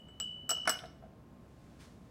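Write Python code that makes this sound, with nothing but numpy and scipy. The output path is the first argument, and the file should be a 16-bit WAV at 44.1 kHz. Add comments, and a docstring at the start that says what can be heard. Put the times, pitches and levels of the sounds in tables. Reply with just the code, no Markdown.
"""Test tube into a beaker

Close on a wooden table in a quiet room, one microphone. A glass tube is lowered into a small beaker:
it clinks on the wall, whose paired modes beat as they ring, knocks on the bottom, then tips against
the rim and damps it. The glass settles with two soft bumps; a sleeve brushes as the arm drops away."""
import sys
import numpy as np
from scipy import signal
from scipy.fft import rfft, irfft
from scipy.io import wavfile

SR = 44100
rng = np.random.default_rng(int(sys.argv[2]) if len(sys.argv) > 2 else 0)


def file_out(sig):
    """Save sig as 16-bit WAV at sys.argv[1]."""
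    # one column per channel
    cols = np.atleast_2d(sig).T
    # limit, then scale
    lim = np.clip(cols, -1, 1)
    pcm = np.round(lim * 32767).astype(np.int16)
    wavfile.write(sys.argv[1], SR, pcm)


N = 92610
T = np.arange(N) / SR

# room tone: freq_hz, density_db
ROOM_TONE = [(20, -27), (40, -11.5), (62, -2.5), (100, -3), (150, -2), (230, -3.5), (330, -10.5),
             (450, -14.5), (620, -15), (900, -21.5), (1300, -25.5), (2000, -32), (4000, -39.5), (9000, -46),
             (16000, -48.5)]
# faint steady tones: pitch_hz, level_db, start_s
HUM_TONES = [(66, -66.5, 0), (120, -81, 0), (1058, -77, .9)]
# reflections off the table and near walls: delay_s, level_db
REFLECTIONS = [(.0042, -14.5), (.0098, -17), (.0145, -23.5)]
# the room's decay: freq_hz, t60_s
ROOM_DECAY = [(200, 0.394), (700, 0.48), (1400, 0.41), (3000, 0.53), (5500, 0.44), (9000, 0.34),
              (15000, 0.28)]
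# the sleeve's movement: time_s, level_db
SLEEVE_ENVELOPE = [(1.25, -89.5), (1.5, -77.5), (1.65, -73.5), (1.788, -72.5), (1.805, -60), (1.845, -62),
                   (1.9, -69.5), (2.0, -75.5), (2.1, -75.5)]
# cloth rubbing: freq_hz, density_db
SLEEVE_SPECTRUM = [(300, -18), (1200, 2), (3500, -1.5), (6000, -4), (9000, -8), (13000, -19),
                   (16000, -23.5)]
# the tube's end slipping on the bottom: start_s, pitch_hz, level_db
TUBE_SLIPS = [(0.789, 3130, -42), (0.7952, 3400, -51), (0.8583, 3800, -53.5)]
# knocks on the table and their early room echoes:
# start_s, level_db, dulling_db_per_octave, focus_hz, wood_db
KNOCKS_AND_ECHOES = [(0.085, -54, 1, 743, -11), (0.2006, -42.5, 5, 1240, -18),
                     (0.4932, -31.5, 4, 1300, -15), (0.5112, -25, 10.5, 1310, -19.5),
                     (0.570, -45, 4, 1350, -13.5), (0.6545, -44, 7, 1300, -1), (0.6741, -19, 0, 1590, -9),
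                     (0.6865, -32.5, 10, 690, -11.5), (0.696, -40, 0.5, 1260, 8.5),
                     (0.836, -36, 21, 715, -11), (0.851, -44.5, 19.5, 676, -31), (1.024, -46, 13, 715, -19),
                     (1.0375, -43, 17.5, 662, -27), (1.058, -43, 24.5, 560, -21)]
# the beaker standing on the table: pitch_hz, level_db, t60_s
BODY_MODES = [(324.6, -21, 0.062), (465, -19.5, 0.13), (573, -20.5, 0.073), (654.5, -9.5, 0.1),
              (712, -14.5, 0.084), (943, -13.5, .06), (1143, -11.5, .04), (1251, -8, 0.03),
              (1309, -5.5, 0.066), (1492, -4.5, .042), (1728, -10.5, 0.044), (2180, -9, 0.051),
              (2373, -19.5, .03)]
# dull rush of the wood: freq_hz, density_db
WOOD_SPECTRUM = [(100, -36), (250, -3), (750, -3.5), (1000, 0), (1400, 2), (1950, -7), (2600, -10.5),
                 (3600, -14.5), (8000, -60)]
# the tube and the beaker's base clattering: pitch_hz, level_db, t60_s
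CLATTER_MODES = [(3663, -27, 0.044), (4290, -18.5, 0.041), (4770, -11.5, .06), (5180, -3.5, 0.072),
                 (5390, 4.5, .04), (5456, -9.5, 0.069), (5830, -13.5, .05), (5830, -1.5, 0.047),
                 (6000, -20.5, 0.026), (6320, -9.5, .055)]
# crunch within each clatter: freq_hz, density_db
CRUNCH_SPECTRUM = [(2500, -29), (4000, -10.5), (4800, -10.5), (5200, 4), (6200, -0.5), (6900, -18),
                   (9000, -43)]
# the tube's own note: pitch_hz, level_db, t60_s
TUBE_MODES = [(9792, -41, 0.037), (9880, -41.5, 0.178), (9800, -40.5, 0.0486), (10750, -45, 0.055)]
# contact tick: freq_hz, density_db
TICK_SPECTRUM = [(300, -29), (1500, 1.5), (2400, -8), (3600, 2.5), (5800, -0.5), (7000, -2.5), (8100, 0.5),
                 (9200, -1), (11200, -27), (13000, -10.5), (14600, -9.5), (16000, -42)]
# tube meeting beaker: start_s, ring_db, tilt_db_per_octave, twin_bias_db, tick_db, clatter_db
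CONTACTS = [(0.0, -59, -16, 1.5, -81, -90), (0.085, -62.5, -7.5, 6, -76, -100),
            (0.2006, -38, -0.64, 2.5, -35.5, -55), (0.493, -34.5, 3, 0, -32.5, -40.5),
            (0.5054, -41, 6, 1, -31, -35.5), (0.6545, -51, -25, -5.5, -52, -57.5),
            (0.6757, -59, -9, 11, -29.5, -39.5), (0.6942, -43, 7.5, -7, -26, -31.5)]
LOW_TWIN_HZ, HIGH_TWIN_HZ = 2922, 2980.5
# the beaker's wall: pitch_hz, level_db, t60_s, twin_sign
WALL_MODES = [(LOW_TWIN_HZ, 0, 0.73, -1), (HIGH_TWIN_HZ, -1.5, 0.99, 1), (7812, 3, 0.12, 1),
              (7930, -3, 0.11, -1), (8090, -9.5, 0.0803, -1), (12640, -16.5, 0.11, -1),
              (12600, -18.5, 0.11, 1), (13610, -24, .12, -1), (13780, -23, 0.12, 1), (14400, -27.5, .1, -1),
              (15650, -38, .15, -1)]


def amp(db):
    """Decibels to gain."""
    return 10 ** (np.asarray(db) / 20)


def value_at(curve, hz):
    """A curve's value at hz, on a log-frequency axis."""
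    curve_hz, values = np.transpose(curve)
    return np.interp(np.log(hz + 1), np.log(curve_hz + 1), values)


def add(mix, start_s, sound):
    """Mixes a sound in at start_s."""
    part = mix[max(round(start_s * SR), 0):][:len(sound)]
    part += sound[:len(part)]


def noise(spectrum):
    """Noise of the given colour, rms 1."""
    gains = amp(value_at(spectrum, np.fft.rfftfreq(N, 1 / SR)))
    coloured = irfft(rfft(rng.standard_normal(N)) * gains, N)
    return coloured / coloured.std()


def struck(modes, sign=-1):
    """Half a second of dying sines, of alternating (-1) or equal (1) sign."""
    t = T[:SR // 2]
    return sum(sign ** k * amp(db - 60 * t / t60_s) * np.sin(2 * np.pi * hz * t)
               for k, (hz, db, t60_s) in enumerate(modes))


def room_tone(noise_db=-56, fade_s=0.05):
    """Low room noise with a faint hum; a thin whine fades in later."""
    hum = np.zeros(N)
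    for hz, rms_db, start_s in HUM_TONES:
        fade_in = np.clip((T - start_s) / fade_s, 0, 1)
        hum += amp(rms_db) * fade_in * np.sqrt(2) * np.sin(2 * np.pi * (hz * T + rng.random()))
    return amp(noise_db) * noise(ROOM_TONE) + hum


def room_tail(sound, delay_s=0.008):
    """The room answers with a diffuse tail, each band dying at its own speed."""
    hz, t, bands = signal.stft(rng.standard_normal(SR), SR, nperseg=256)
    decay = amp(-60 * t / value_at(ROOM_DECAY, hz)[:, None])
    _, tail = signal.istft(bands * decay, SR, nperseg=256)
    out = np.zeros(N)
    add(out, delay_s, signal.fftconvolve(sound, tail / np.linalg.norm(tail)))
    return out


def with_reflections(direct):
    """The direct sound reaches the microphone first, then its bounces off table and walls."""
    out = direct.copy()
    for delay_s, level_db in REFLECTIONS:
        add(out, delay_s, amp(level_db) * direct)
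    return out


def sleeve():
    """Cloth slides softly, then brushes once."""
    level_db = np.interp(T, *np.transpose(SLEEVE_ENVELOPE))
    return amp(level_db) * noise(SLEEVE_SPECTRUM)


def tube_slips(decay_s=0.0031, skirt_octaves=1.16):
    """Tiny dry squeaks of glass sliding on glass as the tube settles."""
    out = np.zeros(N)
    for start_s, hz, level_db in TUBE_SLIPS:
        band = [(hz / 2 ** skirt_octaves, -40), (hz, 0), (hz * 2 ** skirt_octaves, -40)]
        add(out, start_s, amp(level_db) * noise(band) * np.exp(-T / decay_s))
    return out


def table_knocks(body_hz=674, focus_db=8, focus_octaves=0.16, rise_s=0.0011, wood_decay_s=0.0082):
    """The beaker's knocks on the wood and their early room echoes; each favours modes near one pitch."""
    out, rush, t = np.zeros(N), noise(WOOD_SPECTRUM), T[:SR // 2]
    hz, mode_db, t60_s = np.transpose(BODY_MODES)
    octaves_above = np.maximum(np.log2(hz / body_hz), 0)
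    attack = 1 - np.exp(-t / rise_s)
    for start_s, level_db, dulling, focus_hz, wood_db in KNOCKS_AND_ECHOES:
        focus = np.exp(-(np.log2(hz / focus_hz) / focus_octaves) ** 2)
        excited_db = mode_db + focus_db * focus - dulling * octaves_above
        body = struck(zip(hz, excited_db, t60_s), sign=1)
        wood = amp(wood_db) * np.exp(-t / wood_decay_s) * np.roll(rush, rng.integers(N))[:len(t)]
        add(out, start_s, amp(level_db) * (body + wood) * attack)
    return out


def glass_clatter(crunch_db=-2, crunch_decay_s=0.011, landing_s=0.675):
    """Well-damped glass modes and a short crunch at each contact; the tube sings once as it lands."""
    out, modes, grit = np.zeros(N), struck(CLATTER_MODES), noise(CRUNCH_SPECTRUM)
    for start_s, *_, clatter_db in CONTACTS:
        crunch = np.exp(-T / crunch_decay_s) * np.roll(grit, rng.integers(N))
        add(out, start_s, amp(clatter_db) * modes)
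        add(out, start_s, amp(clatter_db + crunch_db) * crunch)
    add(out, landing_s, struck(TUBE_MODES))
    return out


def contact_ticks(decay_s=0.0009, tail_decay_s=0.011, tail_db=-21):
    """Glass on glass: a very short, bright burst at each contact."""
    out, grit = np.zeros(N), noise(TICK_SPECTRUM)
    envelope = np.exp(-T / decay_s) + amp(tail_db) * np.exp(-T / tail_decay_s)
    for start_s, *_, tick_db, _ in CONTACTS:
        add(out, start_s, amp(tick_db) * envelope * np.roll(grit, rng.integers(N)))
    return out


def beaker_ring(lean_s=0.7515, damping_db_per_s=307):
    """Each clink adds energy to the wall's beating twin modes, until the leaning tube damps them."""
    out = np.zeros(N)
    for hz, mode_db, t60_s, twin_sign in WALL_MODES:
        kicks = np.zeros(N)
        octaves_up = np.log2(hz / LOW_TWIN_HZ)
        for start_s, ring_db, tilt, twin_bias_db, _, _ in CONTACTS:
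            # where the tube lands decides which twin gets more
            kick_db = ring_db + mode_db + tilt * octaves_up + twin_bias_db * twin_sign
            add(kicks, start_s, amp([kick_db]) ** 2)
        kept_per_sample = amp(-60 / (t60_s * SR)) ** 2
        energy = signal.lfilter([1], [1, -kept_per_sample], kicks)
        out += np.sqrt(energy) * np.sin(2 * np.pi * (hz * T + rng.random()))
    return out * amp(-damping_db_per_s * np.maximum(T - lean_s, 0))


def scene():
    """Glass and table close to one microphone, the room behind them."""
    ring, ticks = beaker_ring(), contact_ticks()
    clatter = glass_clatter() + tube_slips()
    knocks = table_knocks()
    close = ring + with_reflections(ticks + clatter + knocks)
    reverb = room_tail(amp(-18) * ring + amp(-10) * (ticks + knocks) + amp(-11.5) * clatter)
    return (close + reverb + room_tone() + sleeve())[None]


def record(dry):
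    """The recorder cuts the highest treble."""
    lowpass = signal.firwin(255, cutoff=16200, window=("kaiser", 8), fs=SR)
    return signal.oaconvolve(dry, lowpass[None], "same")


dry = scene()
out = record(dry)
file_out(out)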